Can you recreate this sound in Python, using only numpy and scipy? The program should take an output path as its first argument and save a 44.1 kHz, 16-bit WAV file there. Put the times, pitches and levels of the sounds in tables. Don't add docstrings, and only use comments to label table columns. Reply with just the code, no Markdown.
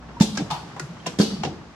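import sys
import numpy as np
from scipy import signal
from scipy.fft import rfft, irfft
from scipy.io import wavfile

SR = 44100
rng = np.random.default_rng(int(sys.argv[2]) if len(sys.argv) > 2 else 0)


def generate_wav(sig):
    pcm = np.round(np.clip(np.atleast_2d(sig).T, -1, 1) * 32767).astype(np.int16)
    wavfile.write(sys.argv[1], SR, pcm)


N = 77175
HARD_RISE_S = 0.0013
RIPPLE_DB, RIPPLE_HZ = 3.5, 110


def amp(db):
    return 10 ** (np.asarray(db) / 20)


def unit(x):
    return x / np.sqrt(np.mean(x ** 2) + 1e-20)


def read(points, hz):
    f, v = np.transpose(points)
    return np.interp(np.log(hz + 1), np.log(f + 1), v)


def add(mix, s, sound):
    part = mix[:, round(s * SR):][:, :sound.shape[-1]]
    part += sound[..., :part.shape[1]]


def dying(t, t60):
    return np.exp(-np.log(1000) * t / t60)


def rising(t, rise_s):
    return 1 - np.exp(-t / rise_s)


# (frequency [Hz], correlation [1 = identical])
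LIKENESS = [(50, 1), (200, 0.93), (500, 0.61), (1000, 0.83), (2000, 0.017), (12000, 0.015)]


def noise(points, size, ripple_db=0):
    hz = np.fft.rfftfreq(size, 1 / SR)
    a, b = np.exp(2j * np.pi * rng.random((2, len(hz))))
    alike = np.clip(read(LIKENESS, hz), -1, 1)
    mid = a * np.sqrt((1 + alike) / 2)
    side = b * np.sqrt((1 - alike) / 2)
    grid = np.arange(0, SR / 2, RIPPLE_HZ)
    up_or_down = rng.choice([-1, 1], len(grid))
    peaks = unit(amp(ripple_db * np.interp(hz, grid, up_or_down)))
    spectrum = np.array([mid + side, mid - side]) * peaks * amp(read(points, hz))
    return irfft(spectrum, size) * np.sqrt(size)


# (frequency [Hz], relative level [dB per Hz])
WHIRR = [(20, -16), (62, -2), (100, -0.5), (155, 4), (220, 0), (350, -6), (500, -10), (750, -9.5),
         (1300, -15.5), (2100, -24), (3500, -29.5), (6000, -33), (16000, -64.5)]
# (time [s], bass level [dB], treble level [dB])
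WHIRR_LEVEL = [(0, -45, -40), (.16, -41, -36.5), (.45, -39.5, -37), (0.699, -41.5, -33), (1.0, -43.5, -34),
               (1.35, -40, -34), (1.6, -42.5, -37), (1.75, -48.5, -38)]


def whirr():
    t = np.arange(N) / SR
    steady = unit(noise(WHIRR, size=N))
    low_pass = signal.butter(2, 1800, fs=SR, output="sos")
    bass = signal.sosfiltfilt(low_pass, steady)
    treble = steady - bass
    s, bass_db, treble_db = np.transpose(WHIRR_LEVEL)
    return bass * amp(np.interp(t, s, bass_db)) + treble * amp(np.interp(t, s, treble_db))


RATTLE_PER_S, RATTLE_T60_S, RATTLE_DB = 87, 0.058, -52.5
# (frequency [Hz], relative level [dB per Hz])
RATTLE = [(100, -26), (500, -0.5), (1200, 3.5), (3000, -12.5), (14000, -63)]


def rattle():
    t = np.arange(N) / SR
    strength = amp(3.3 * np.minimum(rng.exponential(1, N), 2))
    ticks = (rng.random(N) < RATTLE_PER_S / SR) * strength
    one_tick = dying(t, RATTLE_T60_S) * rising(t, HARD_RISE_S)
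    envelope = signal.fftconvolve(ticks, one_tick)[:N]
    return amp(RATTLE_DB) * unit(envelope * noise(RATTLE, size=N))


HUM_HZ = 60.4
# (time [s], level [dB])
HUM_LEVEL = [(.15, -38), (.85, -51), (1.75, -48)]


def hum():
    t = np.arange(N) / SR
    return amp(np.interp(t, *np.transpose(HUM_LEVEL))) * np.sin(2 * np.pi * HUM_HZ * t)


BUMP_GLIDE = .1
# (time [s], length [s], level [dB], middle pitch [Hz])
BUMPS = [(0.266, 0.031, -30.5, 207), (0.318, .06, -26.5, 206), (0.38, 0.041, -25.5, 290),
         (.416, 0.0287, -23.5, 163.6), (.505, 0.051, -28.5, 154.7), (0.809, 0.06, -30.5, 145.4),
         (.885, 0.053, -33.5, 168.5), (1.065, 0.043, -30.5, 170), (1.297, 0.066, -28, 199.2),
         (1.328, 0.029, -25.5, 213), (1.378, 0.052, -28, 161.5), (1.401, 0.033, -26.5, 208.5),
         (1.452, 0.066, -30, 151), (1.496, 0.046, -34.5, 303)]


def bumps():
    out = np.zeros((2, N))
    for s, length, db, hz in BUMPS:
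        t = np.arange(0, length, 1 / SR)
        glide = BUMP_GLIDE * rng.standard_normal()
        turns = hz * (t + glide * t * (t / length - 1))
        swell = np.sin(np.pi * t / length)
        add(out, s, amp(db) * swell * np.sin(2 * np.pi * turns))
    return out


# (time [s], pitch [Hz], level [dB], t60 [s])
KNOCKS = [(0.168, 944, -27.5, 0.06), (0.2096, 885, -22, .11), (.210, 3533, -26.5, 0.18),
          (.210, 3690, -25, 0.088), (0.2173, 7460, -28, 0.13), (.222, 3240, -41, .55),
          (0.3725, 1613, -27, 0.086), (.3745, 1320, -29, .06), (.397, 776, -28.5, 0.072),
          (.505, 872, -27.5, 0.23), (.507, 694, -34, 0.13), (.508, 993, -29, 0.1),
          (0.7975, 1430, -34, 0.13), (.800, 360, -31.5, 0.095), (1.0, 3160, -45, 0.073),
          (1.0636, 1017, -25, 0.08), (1.0635, 683, -22.5, 0.053), (1.2138, 4450, -21, 0.064),
          (1.212, 4850, -20.5, 0.051), (1.229, 4540, -35, 0.63), (1.335, 4560, -41, .14),
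          (1.4345, 736, -16, 0.047), (1.449, 775, -21.5, 0.041), (1.4497, 2760, -23, 0.032),
          (1.473, 742, -27.5, 0.068)]


def knocks():
    out, t = np.zeros((2, N)), np.arange(SR // 2) / SR
    for s, hz, db, t60 in KNOCKS:
        lag_s = rng.uniform(-7e-5, 7e-5, (2, 1))
        note = np.sin(2 * np.pi * hz * (t - lag_s)) * dying(t, t60)
        add(out, s, amp(db) * note * rising(t, HARD_RISE_S))
    return out


BASS_CUT_DB, TOP_CUT_DB = -9, -9
CLACK_HZ = [350, 850, 1600, 3300, 6000, 11000]
# (time [s], t60 [s], then the relative level of each of the six bands [dB])
CLACKS = [ (0.2, 0.076, -8.5, -46, -25, -33, -29.5, -48),
          (0.2082, 0.091, -29, -17, -31, -26.5, -25.5, -39.5),
          (0.219, 0.14, -25.5, -58, -33, -31, -26.5, -41), (0.3511, 0.087, -53, -52, -44, -37.5, -38, -56),
          (0.3724, 0.041, -32, -23.5, -21.5, -28, -20.5, -45),
          (0.3805, 0.079, -13, -42, -29.5, -33, -34, -91), (.397, 0.1, -26, -26.5, -44, -34, -65, -59),
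          (.502, 0.14, -54, -20.5, -27.5, -37, -38.5, -56), (.5085, 0.11, -59, -11, -52, -26, -35.5, -48.5),
          (.528, 0.31, -52, -23, -39, -41, -58, -58.5), (0.7626, 0.094, -41, -25, -40, -49, -53, -67),
          (0.796, 0.03, -29, -25, -17.5, -32.5, -25, -44), (1.06, 0.072, -40, -27, -28.5, -29, -46, -53),
          (1.0644, 0.043, -39, -18, -39, -40, -22, -43), (1.0710, 0.058, -17, -25.5, -27, -28, -34, -54),
          (1.1865, 0.16, -36, -32, -30, -30.5, -29.5, -43.5),
          (1.1982, 0.071, -3, -19, -17.5, -63, -32, -54), (1.2117, 0.11, -17.5, -25, -35.5, -26, -27, -42),
          (1.4338, 0.053, -15, -14, -28, -24.5, -29.5, -53.5),
          (1.449, 0.059, -12.5, -24, -29, -26, -30.5, -61)]


def clacks():
    out, t = np.zeros((2, N)), np.arange(SR // 5) / SR
    for s, t60, *db in CLACKS:
        colour = [(60, db[0] + BASS_CUT_DB), *zip(CLACK_HZ, db), (16000, db[-1] + TOP_CUT_DB)]
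        burst = noise(colour, size=len(t), ripple_db=RIPPLE_DB) * dying(t, t60)
        add(out, s, amp(9.5) * burst * rising(t, HARD_RISE_S))
    return out


MODE_SPLIT = .004
# (time [s], level [dB], t60 of the shimmer [s])
SLAMS = [(0.2083, -34, 0.74), (.506, -42, 0.74), (1.1990, -29, 0.64)]
# (pitch [Hz], relative level [dB], t60 [s])
FITTINGS = [(2900, -2, 0.84), (3010, -13, 0.66), (3580, -2, 0.39), (3684, -1, 0.31), (4305, 1, 0.53),
            (4230, 10, 0.2), (4867, -3.5, 0.77), (5700, -9, .45), (6080, -2, 0.46), (7420, -8, .35),
            (7700, -14, .3)]
# (frequency [Hz], relative level [dB per Hz])
SHIMMER = [(100, -41), (1000, -43), (2000, -11), (3000, 0.5), (4400, 7.5), (7000, -6), (9500, -10.5),
           (16000, -36)]


def fittings():
    out, t = np.zeros((2, N)), np.arange(SR * 3 // 4) / SR
    for s, db, t60 in SLAMS:
        modes = np.zeros((2, len(t)))
        for hz, mode_db, life in FITTINGS:
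            pair_hz = hz * (1 + MODE_SPLIT * (2 * rng.random(size=(2, 1, 1)) - 1))
            start = rng.random(size=(2, 2, 1))
            pair = np.sin(2 * np.pi * (pair_hz * t + start)).sum(0)
            modes += amp(mode_db) * pair * dying(t, life)
        shimmer = unit(noise(SHIMMER, size=len(t), ripple_db=RIPPLE_DB)) * dying(t, t60)
        add(out, s, amp(db) * (shimmer + amp(-11.5) * modes) * rising(t, HARD_RISE_S))
    return out


THUMP_RISE_S = 0.0038
# (time [s], level [dB], pitch [Hz], t60 [s], level of the upper modes [dB])
THUMPS = [(.2080, 9, 196, 0.036, -25), (0.2278, -9.5, 218, 0.09, 4.5), (0.4076, -15.5, 211, 0.051, 6),
          (1.1884, -12, 220.3, 0.15, 13.5), (1.1985, 2, 206.7, 0.066, -2.5), (1.2228, -11, 217.3, 0.11, 8),
          (1.4655, -21.5, 167, 0.054, 12.5)]
# (pitch [Hz], relative level [dB], t60 [s])
FRAME = [(280.6, -9.5, 0.059), (371.4, -13, 0.058), (443.1, -27.5, 0.28), (556, -29, 0.081)]


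def thumps():
    out, t = np.zeros((2, N)), np.arange(SR // 2) / SR
    for s, db, hz, t60, upper_db in THUMPS:
        ring = np.sin(2 * np.pi * hz * t) * dying(t, t60)
        for mode_hz, mode_db, life in FRAME:
            ring += amp(upper_db + mode_db) * np.sin(2 * np.pi * mode_hz * t) * dying(t, life)
        add(out, s, amp(db) * ring * rising(t, THUMP_RISE_S))
    return out * amp([[-.7], [.7]])


# (frequency [Hz], t60 [s])
ROOM = [(100, 1), (500, 0.43), (2000, 0.28), (6000, 0.31), (14000, 0.48)]


def room(x):
    flat = noise([(20, 0), (20000, 0)], size=SR)
    hz, t, bands = signal.stft(flat, SR, nperseg=256)
    tail = signal.istft(bands * dying(t, read(ROOM, hz)[:, None]), SR, nperseg=256)[1]
    tail = tail * rising(np.arange(tail.shape[1]) / SR, 0.0022)
    return signal.fftconvolve(x, tail / np.linalg.norm(tail[0]), axes=1)[:, :N]


CLACK_ROOM_DB, FRAME_ROOM_DB = -5, -18
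LEFT_DB = 0.5


def scene():
    background = whirr() + rattle() + hum() + bumps()
    hard, low = clacks(), thumps()
    bright = hard + knocks() + fittings() + amp(CLACK_ROOM_DB) * room(hard)
    bright = bright * amp([[LEFT_DB], [-LEFT_DB]])
    return background + bright + low + amp(FRAME_ROOM_DB) * room(low)


MIC_LOW_HZ, EDGE_HZ = 81, 16200
# (frequency [Hz], level [dB])
MIC = [(7800, 0.5), (9700, -3.5), (11500, 4.5), (12500, -23), (15500, -2.5)]


def record(dry):
    hz = np.fft.rfftfreq(2 * N, 1 / SR)
    bass_cut = hz ** 2 / np.sqrt(hz ** 4 + MIC_LOW_HZ ** 4)
    heard = irfft(rfft(dry, 2 * N) * amp(read(MIC, hz)) * bass_cut)[:, :N]
    limited = np.clip(heard, -1, 1)
    edge = signal.firwin(511, EDGE_HZ, window=("kaiser", 9), fs=SR)
    return signal.oaconvolve(limited, edge[None], "same")


dry = scene()
out = record(dry)
generate_wav(out)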